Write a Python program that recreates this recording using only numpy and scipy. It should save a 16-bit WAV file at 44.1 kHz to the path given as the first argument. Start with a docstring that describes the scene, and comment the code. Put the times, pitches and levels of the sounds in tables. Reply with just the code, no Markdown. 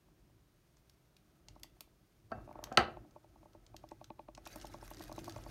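"""Quiet, soft living room: a hand-cranked circular knitting machine on a wooden stand.
Fingers lift single needles (crackling snaps); the carrier clacks against a stop (blows ringing a shell).
The crank turns: gear teeth knock evenly (struck base modes), the stand rumbles (resonant noise) and
needles chatter through the cams (random short rings, sliding hiss). Room tail and hiss surround it."""
import sys
import numpy as np
from scipy import signal
from scipy.fft import rfft, irfft
from scipy.io import wavfile

SR = 44100
rng = np.random.default_rng(int(sys.argv[2]) if len(sys.argv) > 2 else 0)


def file_out(sig):
    """Save sig as 16-bit WAV at sys.argv[1]."""
    # one column per channel
    cols = np.atleast_2d(sig).T
    # limit, then scale
    lim = np.clip(cols, -1, 1)
    pcm = np.round(lim * 32767).astype(np.int16)
    wavfile.write(sys.argv[1], SR, pcm)


N = 242946

# knocks on the iron base: gear teeth, soft nudges, bounces after the hard clack:
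# (time [s], strike level [dB], brightness [dB])
BASE_KNOCKS = [(0.083, -65, 5), (0.296, -63.5, 0), (1.396, -66, 0), (1.484, -57, -13), (1.561, -51, -5),
               (1.641, -53, 8), (1.766, -66, 0), (1.807, -54, -3), (1.873, -68, -3), (2.309, -51, -8),
               (2.384, -49, 0), (2.402, -51, 3), (2.475, -47.5, 4), (2.49, -41, -2), (2.51, -42, -1),
               (2.554, -40.5, 0), (2.589, -40.5, 2.5), (2.627, -41, -9), (2.671, -44, 9), (2.843, -43, 1.5),
               (2.881, -42, 0), (2.903, -43, 2), (2.969, -40.5, 6), (3.047, -56, 7), (3.161, -43.5, -3.5),
               (3.243, -54, 4.5), (3.358, -54.5, 2.5), (3.429, -53, 7.5), (3.456, -49.5, -5),
               (3.549, -48.5, 1), (3.742, -42.5, 2), (3.838, -42, 0), (3.916, -40, 6), (4.012, -44, 6),
               (4.103, -38, 6.5), (4.193, -39, 5), (4.285, -41, 5.5), (4.377, -41, 11),
               (4.465, -40.5, 13.5), (4.558, -39, 10), (4.644, -39, -1), (4.697, -53, 0), (4.742, -39.5, 7),
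               (4.826, -44.5, -9), (4.911, -40, 2), (5.005, -41, 5), (5.094, -39.5, 5), (5.116, -37, 0),
               (5.179, -37, 6), (5.278, -36, 0), (5.362, -36, 6), (5.386, -45.5, -3), (5.462, -40.5, -6)]
# carrier against the cam shell:
# (time [s], blow level [dB], contact cut-off [Hz], crack level [dB], carrier arm ring level [dB])
CARRIER_BLOWS = [(2.3170, -31, 947, -56.5, -68.5), (2.3215, -33, 1099, -65, -71),
                 (2.7162, -32, 780, -67, -79.5), (2.7202, -36.5, 780, -71, -82.5),
                 (2.7730, -24.5, 3000, -14.5, -47.5), (2.7752, -15, 2600, -28.5, -70.5),
                 (2.7890, -26, 1199, -38, -66.5)]
# needle traffic spectrum: (frequency [Hz], level per Hz [dB])
TRAFFIC_SPECTRUM = [(880, -28.5), (1500, -0.5), (3150, -9.5), (4060, -7.5), (6250, -7.5), (7670, -10.5),
                    (9140, -10.5), (10400, -9), (11800, -11), (15500, -18)]
IDLE_DB, ENGAGE_S, ENGAGE_RISE_S = -83, 4.38, 0.14   # idle needles; cams reach them, rise time


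def amp(db):
    """Decibels to gain."""
    return 10 ** (np.asarray(db) / 20)


def rms_one(x):
    """Scale to unit rms."""
    return x / np.sqrt(np.mean(x ** 2) + 1e-20)


def at_hz(points, hz):
    """Read a table on a log-frequency axis."""
    table_hz, values = np.array(points).T
    return np.interp(np.log(hz), np.log(table_hz), values)


def coloured(x, spectrum):
    """Weight a signal by a spectrum table; rms 1."""
    hz = np.maximum(np.fft.rfftfreq(N, 1 / SR), 1)
    return rms_one(irfft(rfft(x) * amp(at_hz(spectrum, hz)), N))


def ring(force, hz, t60_s):
    """Two-pole mode: a unit click starts a decaying sine of height 1."""
    r, w = amp(-60 / (t60_s * SR)), 2 * np.pi * hz / SR
    return signal.lfilter([0, np.sin(w)], [1, -2 * r * np.cos(w), r * r], force + 1e-18)


def resonant_noise(peaks):
    """Steady random shaking through resonances (Hz, width Hz, dB); rms 1."""
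    total = np.zeros(N)
    for hz, width_hz, db in peaks:
        total += amp(db) * rms_one(ring(rng.standard_normal(N), hz, 2.0 / width_hz))
    return rms_one(total)


def band(x, low_hz, high_hz):
    """Band-pass."""
    return signal.sosfilt(signal.butter(2, [low_hz, high_hz], "band", fs=SR, output="sos"), x)


def add(track, s, sound):
    """Mix a short sound in at a time."""
    at = round(s * SR)
    track[at:at + len(sound)] += sound[:len(track) - at]


def drift(rate_hz):
    """Slow random wander of spread 1: twice low-passed noise."""
    r = np.exp(-2 * np.pi * rate_hz / SR)
    wander = signal.lfilter([1], [1, -2 * r, r * r], rng.standard_normal(N + 4000))
    return rms_one(wander[4000:])   # settled part


def hush():
    """Room and microphone hiss: steady coloured noise."""
    # (frequency [Hz], level per Hz [dB])
    hush_spectrum = [(18, -32), (30, -1.5), (55, 0), (86, -10), (131, -3), (233, -13), (266, -20.5),
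                     (384, -12), (449, -20.5), (632, -20), (866, -25), (988, -23), (1760, -29), (2750, -30),
                     (16000, -36.5)]
    return amp(-70) * coloured(rng.standard_normal(N), hush_spectrum)


def work():
    """Hands and crank: shaking of the stand and load on the gears, in dB over time."""
    # (time [s], shaking of the stand [dB], load on the gears [dB])
    effort = [(0.0, -79, -86), (0.36, -66.5, -90), (0.7, -85.5, -88), (1.3, -88, -82.5), (1.51, -61, -78),
              (1.64, -64, -81), (1.88, -75, -86), (2.12, -82.5, -93), (2.27, -63.5, -93),
              (2.36, -50.5, -57.5), (2.49, -60, -75), (2.56, -60.5, -63), (2.76, -65, -56.5),
              (2.97, -57, -71), (3.2, -70.5, -78.5), (3.72, -63, -76), (4.31, -66.5, -88),
              (4.52, -60, -64.5), (5.0, -58.5, -67), (5.3, -53.5, -63), (5.51, -52, -63)]
    s, shaking_db, load_db = np.transpose(effort)
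    t = np.arange(N) / SR
    return np.interp(t, s, shaking_db), np.interp(t, s, load_db)


def stand_sway(shaking_db):
    """Low stand resonances under the shaking."""
    # (frequency [Hz], width [Hz], level [dB])
    sway_peaks = [(46, 5.8, 3.5), (110, 28, 4)]
    return amp(shaking_db) * resonant_noise(sway_peaks)


def machine_hum(shaking_db, load_db, traffic_db):
    """Lumpy mid-low resonances that follow part of the shaking, load and needle swings."""
    # (frequency [Hz], width [Hz], level [dB])
    hum_peaks = [(227, 23, -6.5), (300.9, 16, -1), (334, 33, 1)]
    base_db, lump_db, lump_hz = -68.5, 2.5, 9.0
    with_shaking, with_load, with_needles = 0.3, 0.27, 0.23   # shares of the dB swings
    hum_db = base_db + with_shaking * (shaking_db + 64.5) + with_load * (load_db + 65.5)
    hum_db = hum_db + with_needles * (traffic_db - IDLE_DB)
    return amp(hum_db + lump_db * drift(lump_hz)) * resonant_noise(hum_peaks)


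def gear_grind(load_db):
    """Resonant rubbing of the gears under load."""
    # (frequency [Hz], width [Hz], level [dB])
    grind_peaks = [(610, 180, 2.5), (713, 120, 1), (900, 120, -14.5), (1294, 52, -3.5), (1591, 290, -7)]
    return amp(load_db) * resonant_noise(grind_peaks)


def needle_traffic(load_db):
    """Level in dB: idle stirring with the load, a first rush as the cams engage, slow growth."""
    idle_with_load = 0.2   # share of the load's swing
    running_start_db, growth_db_per_s, rush_db, rush_fade_s = -69.5, 6, 6, 0.072
    t = np.arange(N) / SR - ENGAGE_S
    engaged = np.clip(t / ENGAGE_RISE_S, 0, 1)
    since = np.maximum(t - ENGAGE_RISE_S, 0)
    running_db = running_start_db + rush_db * np.exp(-since / rush_fade_s) + growth_db_per_s * since
    idle_db = IDLE_DB + idle_with_load * (load_db + 80.5)
    return idle_db + engaged * (running_db - idle_db)


def chatter():
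    """Many latch and butt contacts of uneven size, each ringing briefly at one of 16 pitches; rms 1."""
    contacts_per_s, spread_db, longest_t60_s = 520, 4, 0.019
    sizes = amp(spread_db * np.minimum(rng.exponential(1, N), 4)) * rng.choice([-1, 1], N)
    born = rng.random(N) < contacts_per_s / SR
    pitches_hz, dealt = np.geomspace(1600, 15500, 16), rng.integers(0, 16, N)
    total = np.zeros(N)
    for k, hz in enumerate(pitches_hz):
        gain = amp(at_hz(TRAFFIC_SPECTRUM, hz)) * np.sqrt(hz)   # sqrt: pitches lie wider apart higher up
        total += gain * ring(sizes * born * (dealt == k), hz, min(84.0 / hz, longest_t60_s))
    return rms_one(total)


def moving_needles(traffic_db):
    """Sliding hiss; contacts join as traffic grows, the whole level wandering randomly in quick lumps."""
    chatter_start_db, slide_db, lump_db, lump_hz = -71.5, -2, 3, 23
    busy = amp(traffic_db)
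    contact_share = busy ** 2 / (busy ** 2 + amp(chatter_start_db) ** 2)   # half at the start level
    contacts = contact_share * chatter()
    sliding = amp(slide_db) * coloured(rng.standard_normal(N), TRAFFIC_SPECTRUM)
    return busy * amp(lump_db * drift(lump_hz)) * (contacts + sliding)


def knock_swells():
    """Faint noise near 1 kHz swells for a few milliseconds before each knock."""
    swell_db, growth_s = -20.5, 0.0036
    swell, t = np.zeros(N), np.arange(-600, 0) / SR
    for s, strike_db, _ in BASE_KNOCKS:
        add(swell, s - 600 / SR, amp(strike_db + swell_db) * np.exp(t / growth_s))
    return swell * rms_one(band(rng.standard_normal(N), 900, 1300))


def knocks():
    """Each rounded contact strikes every base mode, a little differently each time."""
    # iron base modes: (frequency [Hz], level [dB], T60 [s])
    base_modes = [(230, -13.5, 0.047), (327.2, -11.5, 0.12), (600.7, -3, 0.057), (733, -0.5, 0.029),
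                  (880, 2.5, 0.032), (1113, 0.5, 0.036), (1480, -30.5, 0.018), (2470, -23, .012),
                  (3990, -26.5, 0.0041)]
    contact_s, bright_above_hz, vary_spread_db = 0.0012, 1300, 2.5
    s, strike_db, bright_db = np.transpose(BASE_KNOCKS)
    at = np.round(s * SR).astype(int)
    deep, bright = np.zeros(N), np.zeros(N)
    vary_db = vary_spread_db * rng.standard_normal((len(s), len(base_modes)))
    for k, (hz, mode_db, t60_s) in enumerate(base_modes):
        is_bright = hz > bright_above_hz
        force = np.zeros(N)
        force[at] = amp(strike_db + mode_db + vary_db[:, k] + bright_db * is_bright) * (-1) ** k
        add(bright if is_bright else deep, 0, ring(force, hz, t60_s))
    contact = np.hanning(round(contact_s * SR))
    rounded = signal.lfilter(contact / contact.sum(), [1], deep)
    return rounded + np.roll(bright, len(contact) // 2)   # bright tick comes as the contact peaks


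def needles():
    """Needles snap in their slots: milliseconds of dying crackle in low, middle and top parts."""
    # snaps up or down: (time [s], middle part peak [dB], low part [dB re middle], top part [dB re middle])
    single_snaps = [(0.7683, -61, -5, -16), (0.8959, -51.5, -9, -5), (1.1658, -52.5, -28, -8),
                    (1.484, -42, -50, -15), (1.5544, -61, -8, -11), (1.5966, -58, -8, -1),
                    (1.6326, -35, -29, -2), (1.8065, -39, -8.5, 1), (1.8225, -65, -20, 1),
                    (2.527, -57, 3.5, -3), (2.6392, -30, -7.5, -7.5), (2.7244, -44, -19, -13.5),
                    (2.7492, -58, -9.5, -30.5), (3.109, -59.5, -11, -21), (3.5319, -56.5, -16.5, -20.5),
                    (3.6646, -49.5, -12.5, -30), (3.7648, -39, -37, -10.5), (3.8886, -50, -22.5, -11),
                    (3.9115, -53.5, 2, -19.5), (4.042, -43.5, -8, -12.5), (4.3491, -42.5, -11.5, -19),
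                    (4.3755, -47.5, 2, -20), (4.4538, -43.5, -16, -14), (4.4624, -43, 0, -39),
                    (4.472, -37, -40, -3.5), (4.558, -39.5, -4, -1), (4.5988, -47, -20, -25),
                    (4.6125, -42.5, -12, -22), (4.6533, -44, -6, -9), (4.6691, -44.5, -10, -3),
                    (4.7376, -48, -9, -24), (4.784, -55, -2, -11), (4.8558, -50, -11, -13),
                    (4.8778, -43.5, -1.5, -5), (4.9042, -51, -6, 6), (4.945, -46, -3, -9),
                    (4.9694, -46, -5, -12), (4.9945, -44, -8, -7), (5.0375, -42.5, -6, -3.5),
                    (5.1254, -44.5, -3, -4), (5.161, -47, -4, -2), (5.1893, -39.5, -7, -11),
                    (5.243, -39.5, -5.5, -5), (5.256, -47, -16, -11), (5.2951, -39.5, -5, -9),
                    (5.322, -46, -9, -19), (5.3608, -42.5, -5, -11), (5.437, -48, -6, -20)]
    rise_s, decay_s = 0.00099, 0.0022
    rows, t = single_snaps + light_snaps(), np.arange(1200) / SR
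    envelope = np.exp(-t / decay_s) * np.minimum(t / rise_s, 1)
    noise = rng.standard_normal((len(rows), 1200)) * envelope
    parts = [band(noise, 900, 2560), band(band(noise, 1900, 8200), 1900, 8200), band(noise, 6800, 14000)]
    low, middle, top = [p / np.abs(p).max(axis=1, keepdims=True) for p in parts]
    out = np.zeros(N + SR)
    for k, (s, peak_db, low_db, top_db) in enumerate(rows):
        add(out, s, amp(peak_db) * (amp(low_db) * low[k] + middle[k] + amp(top_db) * top[k]))
    return out[:N]


def clacks():
    """Blows and bounces, each with its own contact cut-off, drive the shell; each starts a crack."""
    # cam shell modes: (frequency [Hz], level [dB], T60 [s])
    shell_modes = [(109.5, -21.5, 0.1), (226, -12, 0.053), (356, -12, 0.078), (505, -7.5, 0.022),
                   (650, -2.5, 0.033), (752, -4, 0.071), (855, -13.5, 0.045), (1050, -9, 0.035),
                   (1314, -0.5, 0.027), (1540, -7, 0.056), (1600, -5.5, .04), (1780, -7, 0.019),
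                   (1805, -10, 0.066), (2169, -13, 0.019), (2550, -15, 0.039)]
    # steel on steel: (frequency [Hz], level per Hz [dB])
    crack_spectrum = [(1180, -26.5), (2000, 2), (2240, -8.5), (2930, 1.5), (3520, -10.5), (4260, -0.5),
                      (5300, -13.5), (5830, -6.5), (6420, -23), (7980, -19), (10500, -33), (13000, -34),
                      (16000, -42)]
    crack_s = 0.00086   # time to peak, then decay constant
    force, cracks, t = np.zeros(N), np.zeros(N), np.arange(2000) / SR
    for s, blow_db, contact_hz, crack_db, _ in CARRIER_BLOWS:
        b, a = signal.butter(2, contact_hz, fs=SR)
        add(force, s, amp(blow_db) * signal.lfilter(b, a, t == 0))
        add(cracks, s, amp(crack_db) * t / crack_s * np.exp(1 - t / crack_s))
    shell = np.zeros(N)
    for k, (hz, db, t60_s) in enumerate(shell_modes):
        shell += amp(db) * (-1) ** k * ring(force, hz, t60_s)
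    return shell + cracks * coloured(rng.standard_normal(N), crack_spectrum)


def arm():
    """The thin carrier arm rings on after each blow."""
    # (frequency [Hz], level [dB], T60 [s])
    arm_modes = [(2670, -2, 0.37), (4633, -1.5, 0.094)]
    plucks = np.zeros(N)
    for s, _, _, _, arm_db in CARRIER_BLOWS:
        add(plucks, s, amp([arm_db]))
    return sum(amp(db) * ring(plucks, hz, t60_s) for hz, db, t60_s in arm_modes)


def shudder():
    """Dense dying rattle of stand, base and loose needles after the hard clack."""
    # (frequency [Hz], level per Hz [dB])
    shudder_spectrum = [(35, -30), (60, 1), (172, -9), (342, -5.5), (653, -6.5), (757, -2.5), (1120, -9),
                        (1270, -2.5), (2020, -22.5), (5000, -31), (6500, -55.5), (11000, -120)]
    start_s, start_db, rise_s, t60_s = 2.78, -28, 0.002, 0.25
    t = np.maximum(np.arange(N) / SR - start_s, 0)
    envelope = (1 - np.exp(-t / rise_s)) * amp(start_db - 60 * t / t60_s)
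    return envelope * coloured(rng.standard_normal(N), shudder_spectrum)


def light_snaps():
    """Lighter needle snaps at random once the cams run: rows (s, dB, low dB, top dB)."""
    per_s, middle_db, spread_db, low_db, top_db = 14, -49, 5.5, -7, -17
    span_s = N / SR - ENGAGE_S
    rows = []
    for a, b, c, d in rng.random((round(per_s * span_s), 4)):
        s = ENGAGE_S + ENGAGE_RISE_S / 2 + a * span_s
        peak_db = middle_db + spread_db * (2 * b - 1)
        rows.append((s, peak_db, low_db + 10 * (c - 0.5), top_db + 10 * (d - 0.5)))
    return rows


def room(x):
    """Diffuse tail: octave bands of noise, each dying at its own rate, swelling over a short gap."""
    # (frequency [Hz], T60 [s])
    room_decay = [(100, 0.76), (400, 0.36), (1000, 0.33), (3000, 0.24), (8000, 0.093), (15000, 0.21)]
    gap_s = 0.0017
    t = np.arange(SR // 2) / SR
    tail = np.zeros(len(t))
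    for low_hz in 60 * 2.0 ** np.arange(8):
        t60_s = at_hz(room_decay, np.sqrt(2) * low_hz)
        tail += band(rng.standard_normal(len(t)), low_hz, 2 * low_hz) * amp(-60 * t / t60_s)
    tail *= np.clip(t / gap_s, 0, 1) ** 2
    return signal.fftconvolve(x, tail / np.sqrt(np.sum(tail ** 2)))[:N]


def scene():
    """The machine, its room tail and the hush."""
    room_db, knock_room_db = -11.5, -26.5   # knocks travel mostly through the stand and stay dry
    shaking_db, load_db = work()
    traffic_db = needle_traffic(load_db)
    running = stand_sway(shaking_db) + machine_hum(shaking_db, load_db, traffic_db) + gear_grind(load_db)
    base = knocks() + knock_swells()
    hits = clacks() + needles() + moving_needles(traffic_db)
    wet = room(amp(room_db) * hits + amp(knock_room_db) * base)
    return (hits + base + arm() + shudder() + wet + running + hush())[None]


def record(dry):
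    """A small microphone: two notches from its housing, no deep bass, the top cut steeply."""
    # housing notches: (frequency [Hz], width [Hz], level [dB])
    mic_notches = [(7720, 600, -4), (10430, 710, -4.5)]
    low_cut_hz, high_cut_hz = 36.3, 16500
    hz = np.fft.rfftfreq(N, 1 / SR)
    notch_db = sum(db * np.exp(-((hz - at) / width_hz) ** 2) for at, width_hz, db in mic_notches)
    notched = irfft(rfft(dry) * amp(notch_db), N)
    no_bass = signal.sosfilt(signal.butter(6, low_cut_hz, "high", fs=SR, output="sos"), notched)
    return signal.sosfilt(signal.cheby2(14, 60, high_cut_hz, fs=SR, output="sos"), no_bass)


dry = scene()
out = record(dry)
file_out(out)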